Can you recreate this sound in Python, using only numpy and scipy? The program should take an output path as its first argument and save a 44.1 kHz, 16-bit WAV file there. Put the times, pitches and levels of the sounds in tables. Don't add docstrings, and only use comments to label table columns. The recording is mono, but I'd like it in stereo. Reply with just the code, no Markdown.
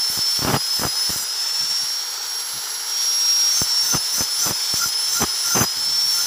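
import sys
import numpy as np
from scipy import signal
from scipy.fft import rfft, irfft, next_fast_len
from scipy.io import wavfile
from scipy.ndimage import map_coordinates

SR = 44100
rng = np.random.default_rng(int(sys.argv[2]) if len(sys.argv) > 2 else 0)


def write(x):
    x = np.atleast_2d(x).T
    wavfile.write(sys.argv[1], SR, np.round(np.clip(x, -1, 1) * 32767).astype(np.int16))

N = 276066
T = np.arange(N) / SR

# t/s, level/dB
WHINE_BEAM = [(0, -17), (.19, -20), (.28, -17), (.48, -21.5), (.62, -16.5), (1.2, -19), (1.35, -20.5),
              (1.8, -22.5), (2.18, -32.5), (2.37, -27), (2.5, -37), (2.84, -32.5), (2.93, -25),
              (3.1, -20.5), (3.47, -16.5), (3.66, -22.5), (3.78, -17), (3.94, -20), (5.7, -20.5),
              (6.12, -16.3), (6.26, -17.5)]
OCTAVE_BEAM = [(0, -31.5), (.45, -33.5), (1.15, -32), (1.46, -38.5), (2.06, -36.5), (2.22, -47),
               (2.36, -32.5), (2.85, -35.5), (4.55, -32), (5.45, -32), (5.88, -38.5), (6.05, -33.5),
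               (6.26, -26)]
# t/s, vent rush/dB, brush fizz/dB, vent hollow
# resonance/dB
VENT_BEAM = [(0, -25, -30, -31.5), (1.08, -24, -27, -30), (1.35, -24.5, -41, -46), (1.6, -25, -44, -35),
             (2.05, -29, -38.5, -36), (2.6, -28.5, -33, -38.5), (2.85, -28.6, -37.5, -38),
             (3, -25.5, -38, -36), (3.3, -25.5, -32, -34), (3.55, -25, -34, -33), (4.5, -23.5, -31, -35),
             (5.4, -23, -33, -38), (5.85, -24.5, -33, -30), (6.1, -25.5, -27, -32.5), (6.26, -22, -27, -42)]
# f/Hz, level/dB
RUSH_EQ = [(400, -31), (1000, -14.5), (1800, -13), (2500, -12.5), (3300, -6), (3900, -6), (5000, -1.5),
           (5800, 4), (6250, -6), (7500, -6), (8300, -11), (9400, -16.5), (12000, -16), (15400, -13)]
FIZZ_EQ = [(5000, -26), (9500, -13), (12200, 1.5), (13800, 1), (15300, 6.5)]
# f/Hz, width/Hz, level/dB
HOLLOW_MODE = [(4430, 880, 0)]
# touch/s, lift/s, load at touch/%, load at lift/%, scrape/dB, ring/dB
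DISC_STROKES = [ (.104, .187, 19, 7.9, -32.5, -34), (.396, 0.566, 14.6, 29, -36.5, -40),
                (.763, 0.881, 25, 17, -35, -35), (1.105, 1.238, 19.6, 23, -35.5, -30),
                (3.496, 3.639, 4.5, 12.4, -34.5, -24.5), (3.824, 3.964, 11.8, 19.7, -35, -24),
                (4.137, 4.237, 19.1, 15.4, -34, -22), (4.393, 4.507, 15.2, 20.5, -33.5, -23),
                (4.744, 4.888, 11.5, 21.5, -35.5, -22), (5.094, 5.231, 7.3, 27, -34.5, -21),
                (5.454, 5.636, 11, 25.5, -34, -23), (6.087, 6.267, 5.5, 18, -36.5, -27.5)]
# f/Hz, level/dB
SCRAPE_EQ = [(300, -5.5), (1000, -5), (2000, -0.5), (2600, -27), (5000, -12), (6600, -16), (7500, -1.5),
             (9500, 1), (11000, 4), (12000, 3), (13500, 5), (15400, -9)]
# f/Hz, width/Hz, level/dB
BLADE_MODES = [(4000, 130, -21.5), (4930, 120, -16), (5320, 100, -14), (5640, 140, -20), (5880, 106, -9),
               (6050, 123, -6.5), (6155, 154, -2), (7070, 220, 1), (7570, 130, 0), (8020, 260, -7),
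               (8835, 150, -5), (10470, 250, -4), (10970, 180, -19), (11460, 270, -9.5), (12760, 260, -7.5),
               (14300, 320, -5), (15000, 450, 0)]
# t/s, level/dB
BLADE_GROANS = [(3.595, -42), (3.925, -34.5), (4.18, -36), (4.45, -33), (4.83, -28), (5.18, -30),
                (5.47, -35.5), (5.527, -29), (6.195, -33)]
# t/s, f/Hz, level/dB
BLADE_ZINGS = [(1.228, 7550, -32), (3.575, 6250, -21), (3.616, 7600, -30), (3.957, 6150, -26),
               (4.15, 5810, -26), (4.407, 5900, -26), (4.455, 6200, -25), (4.83, 4930, -27),
               (5.223, 7430, -36), (5.55, 6190, -25.5), (5.625, 12530, -29), (5.625, 14300, -36)]
# t/s, level/dB
GRIT_POPS = [(.100, -23.5), (.175, -18.5), (.190, -15.5), (.392, -15.5), (.421, -11.5), (.449, -4),
             (0.536, -7), (.552, -11), (.796, -15), (.822, -14), (.852, -6.5), (1.095, -16.5),
             (1.103, -13.5), (1.161, -19), (3.618, -6.5), (3.952, -8), (4.208, -9.5), (4.510, -9.5),
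             (4.740, -13), (4.86, -21), (5.567, -17), (5.620, -14)]
# start/s, end/s, level/dB
SPARK_SHOWERS = [(0.427, 0.492, -27), (0.468, 0.519, -19), (.525, 0.576, -19.5), (0.802, 0.836, -31.5),
                 (.832, 0.878, -26.5), (1.088, 1.179, -42), (3.929, 3.972, -23.5), (4.182, 4.231, -30.5),
                 (4.456, 4.528, -26), (5.2, 5.217, -26), (5.219, 5.245, -18), (5.551, 5.645, -18)]
# f/Hz, level/dB
PORT_EQ = [(10, -35), (30, -16), (65, 1), (140, 4), (280, -1.5), (550, -8.5), (1300, -9), (2100, -19.5),
           (3200, -19), (5000, -48), (10000, -49)]
# f/Hz, width/Hz, level/dB
HOUSING_MODES = [(451, 250, -5), (895, 327, 1.5), (1383, 330, 2), (1670, 1000, -3)]
# f/Hz, level/dB
DRAUGHT_EQ = [(20, -15), (60, -5.5), (140, 0.5), (230, -4.5), (600, -19), (2000, -70)]
# t/s, half length/s, level/dB
DRAUGHT_PUFFS = [(1.64, 0.036, -47), (1.712, 0.021, -51), (1.829, 0.027, -49), (2.558, 0.031, -47),
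                 (5.8, .035, -49), (5.907, 0.051, -48), (6.047, .025, -51), (6.25, .05, -58)]

FREE_WHINE_HZ, FIRM_LOAD = 5607, 18


def fan_whine(load, sag, drift_hz=2):
    tone_db, = curves(WHINE_BEAM)
    octave_db, = curves(OCTAVE_BEAM)
    sway_db = (.7 + .13 * sag) * wobble(24)
    tone_db = tone_db - .8 * sag - .18 * load + sway_db
    octave_db = octave_db - .25 * sag - .29 * load + 1.9 * wobble(18)
    shake = (.12 + .006 * sag + .012 * load) * wobble(300)
    phase = phase_of(fan_pitch(sag) + drift_hz * wobble(40)) + shake
    flutter_db = (.47 + .1757 * sag) * wobble(70)
    tone = amp(tone_db + flutter_db) * np.sin(phase)
    octave = amp(octave_db + .97 * wobble(90)) * np.sin(2 * phase + .3 * wobble(220))
    return np.sqrt(2) * (tone + octave)


def fan_pitch(sag):
    return FREE_WHINE_HZ * (1 - sag / 100)


def motor(inertia_s=.257, settle_s=1.5, settle_share=.146):
    load = sum(gate(touch, lift, edge=.01) * np.interp(T, [touch, lift], [first, last])
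               for touch, lift, first, last, *_ in DISC_STROKES)
    sag = (1 - settle_share) * rotor_lag(load, inertia_s) + settle_share * rotor_lag(load, settle_s)
    return load, sag


def rotor_lag(load, lag_s, start_sag=5.87):
    pole = np.exp(-1 / (lag_s * SR))
    return signal.lfilter([1 - pole], [1, -pole], load) + start_sag * np.exp(-T / lag_s)


def vent_air(sag, flutter_db=.84):
    rush_db, fizz_db, hollow_db = curves(VENT_BEAM)
    rush = amp(rush_db - .5 - .3746 * sag) * plank_echo(noise(colour, RUSH_EQ))
    fizz = amp(fizz_db - 1 - .9 * sag + 1.1 * wobble(900)) * plank_echo(noise(colour, FIZZ_EQ))
    hollow = amp(hollow_db - 1.2 * sag) * noise(resonances, HOLLOW_MODE)
    return amp(flutter_db * wobble(60)) * (rush + fizz + hollow)


def plank_echo(x, delay_s=.000906, sway=.087, echo_db=-13):
    late_s = delay_s * (1 + sway * wobble(2.49))
    return unit(x + amp(echo_db) * np.interp(T - late_s, T, x))


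def grinding(sag, scrape_db=2, shimmer_db=1.5, bite_db=-.2, light_touch_db=-29,
             graze_s=.0093, attack_s=.02, release_s=.018):
    turn = phase_of(fan_pitch(sag) / 32)
    abrasive = unit(amp(bite_db * np.sin(turn) + .72 * wobble(250)) * grains(16000))
    scrape, sing = np.zeros(N), np.zeros(N)
    for touch, lift, first, last, stroke_db, ring_db in DISC_STROKES:
        contact = gate(touch - graze_s, np.inf, attack_s) * gate(-np.inf, lift + release_s / 2, release_s)
        press = np.interp(T, [touch, lift], [first, last]) / FIRM_LOAD
        length = lift - touch
        scrape += contact * amp(stroke_db) * np.abs(press) ** .57
        sing += contact * amp(ring_db) * swell(touch + .62 * length, .61 * length)
    low_force = sing * abrasive
    high_force = amp(shimmer_db) * scrape * sing / (sing + amp(light_touch_db)) * abrasive
    steel = amp(scrape_db) * scrape * unit(filtered(abrasive, lambda hz: colour(SCRAPE_EQ, hz)))
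    for hz, width, db in BLADE_MODES:
        shift_db = 3 * wobble(22)
        steel += amp(db + shift_db) * ring(low_force if hz < 6650 else high_force, hz, width)
    return steel


def blade_chatter(groan_hz=1390, groan_half_s=.029, zing_half_s=.024):
    groans = sum(amp(db) * swell(t, groan_half_s) for t, db in BLADE_GROANS) * rough_note(groan_hz)
    zings = sum(amp(db) * swell(t, zing_half_s) * rough_note(hz) for t, hz, db in BLADE_ZINGS)
    return groans + zings


def rough_note(hz, waver_hz=14, rough_db=2.5, jitter_rad=.38):
    phase = phase_of(hz + waver_hz * wobble(60)) + jitter_rad * wobble(250)
    return np.sqrt(2) * amp(rough_db * wobble(120)) * np.sin(phase)


def sparks(shower_db=2, low_cut_hz=320, clump_db=2.5, ceiling=.6):
    click = impulse(PORT_EQ)
    hits, jet = np.zeros(N), np.zeros(N)
    for (t, db), sign in zip(GRIT_POPS, rng.choice([-1, 1], len(GRIT_POPS))):
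        hits[round(t * SR)] += sign * amp(db)
    for start, end, db in SPARK_SHOWERS:
        grains_per_s = 3500 * amp(db + 19) ** 1.4
        jet += amp(db + shower_db) * gate(start, end, edge=.015) * grains(grains_per_s)
    jet *= amp(clump_db * wobble(130))
    jet = signal.lfilter(*signal.butter(1, low_cut_hz, "high", fs=SR), jet)
    pressure = signal.fftconvolve(hits + jet / np.linalg.norm(click), click)[:N]
    return ceiling * np.tanh(pressure / ceiling)


def gears(level_db=-40.5, rattle_db=1.34, drift_db=.5):
    level = amp(level_db + rattle_db * wobble(200) + drift_db * wobble(4.86))
    return level * noise(resonances, HOUSING_MODES)


def draught(load, still_db=-74, work_db=-56, lumpy_db=4):
    puffs = sum(amp(db) * swell(t, half_s) for t, half_s, db in DRAUGHT_PUFFS)
    level = amp(still_db) + amp(work_db) * load / FIRM_LOAD + puffs
    return level * unit(amp(lumpy_db * wobble(25)) * noise(colour, DRAUGHT_EQ))


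def amp(db):
    return 10 ** (np.asarray(db) / 20)


def unit(x):
    return x / np.sqrt(np.mean(x ** 2) + 1e-20)


def phase_of(hz):
    return 2 * np.pi * np.cumsum(hz) / SR


def curves(rows):
    times, *columns = np.transpose(rows)
    return [np.interp(T, times, column) for column in columns]


def gate(start, end, edge):
    return np.clip((T - start) / edge + .5, 0, 1) * np.clip((end - T) / edge + .5, 0, 1)


def swell(t, half_s):
    return np.exp(-np.minimum(((T - t) / half_s) ** 2, 50))


def wobble(rate):
    knots = rng.standard_normal(int(N * rate / SR) + 4)
    coarse = T[::16]
    return np.interp(T, coarse, map_coordinates(knots, [coarse * rate]))


def grains(rate):
    chance = np.clip(rate / SR, 1e-4, 1)
    return (rng.random(N) < chance) * rng.standard_normal(N) / np.sqrt(chance)


def colour(points, hz):
    f, db = np.transpose(points)
    return amp(np.interp(np.log(hz + 1), np.log(f + 1), db))


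def resonances(modes, hz):
    gains = (amp(db) * (hz * width) ** 2 / ((f * f - hz * hz) ** 2 + (hz * width) ** 2)
             for f, width, db in modes)
    return np.sqrt(sum(gain ** 2 for gain in gains))


def filtered(x, response):
    size = next_fast_len(N + SR // 2)
    return irfft(rfft(x, size) * response(np.fft.rfftfreq(size, 1 / SR)), size)[:N]


def noise(shape, table):
    return unit(filtered(rng.standard_normal(N), lambda hz: shape(table, hz)))


def ring(force, hz, width):
    b, a = signal.iirpeak(hz, hz / width, fs=SR)
    return signal.lfilter(b, a, signal.lfilter(b, a, force)) * np.sqrt(2 * SR / (np.pi * width))


def impulse(points, size=4096):
    cepstrum = irfft(np.log(colour(points, np.fft.rfftfreq(size, 1 / SR))))
    cepstrum[1:size // 2] *= 2
    cepstrum[size // 2 + 1:] = 0
    click = irfft(np.exp(rfft(cepstrum)))
    return click / np.abs(click).max()


def scene():
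    load, sag = motor()
    grinder = fan_whine(load, sag) + vent_air(sag) + gears()
    mono = grinder + grinding(sag) + blade_chatter() + sparks() + draught(load)
    return np.array([mono, mono])


def record(dry, top_hz=15550):
    return np.array([filtered(channel, lambda hz: hz < top_hz) for channel in dry])


dry = scene()
out = record(dry)
write(out)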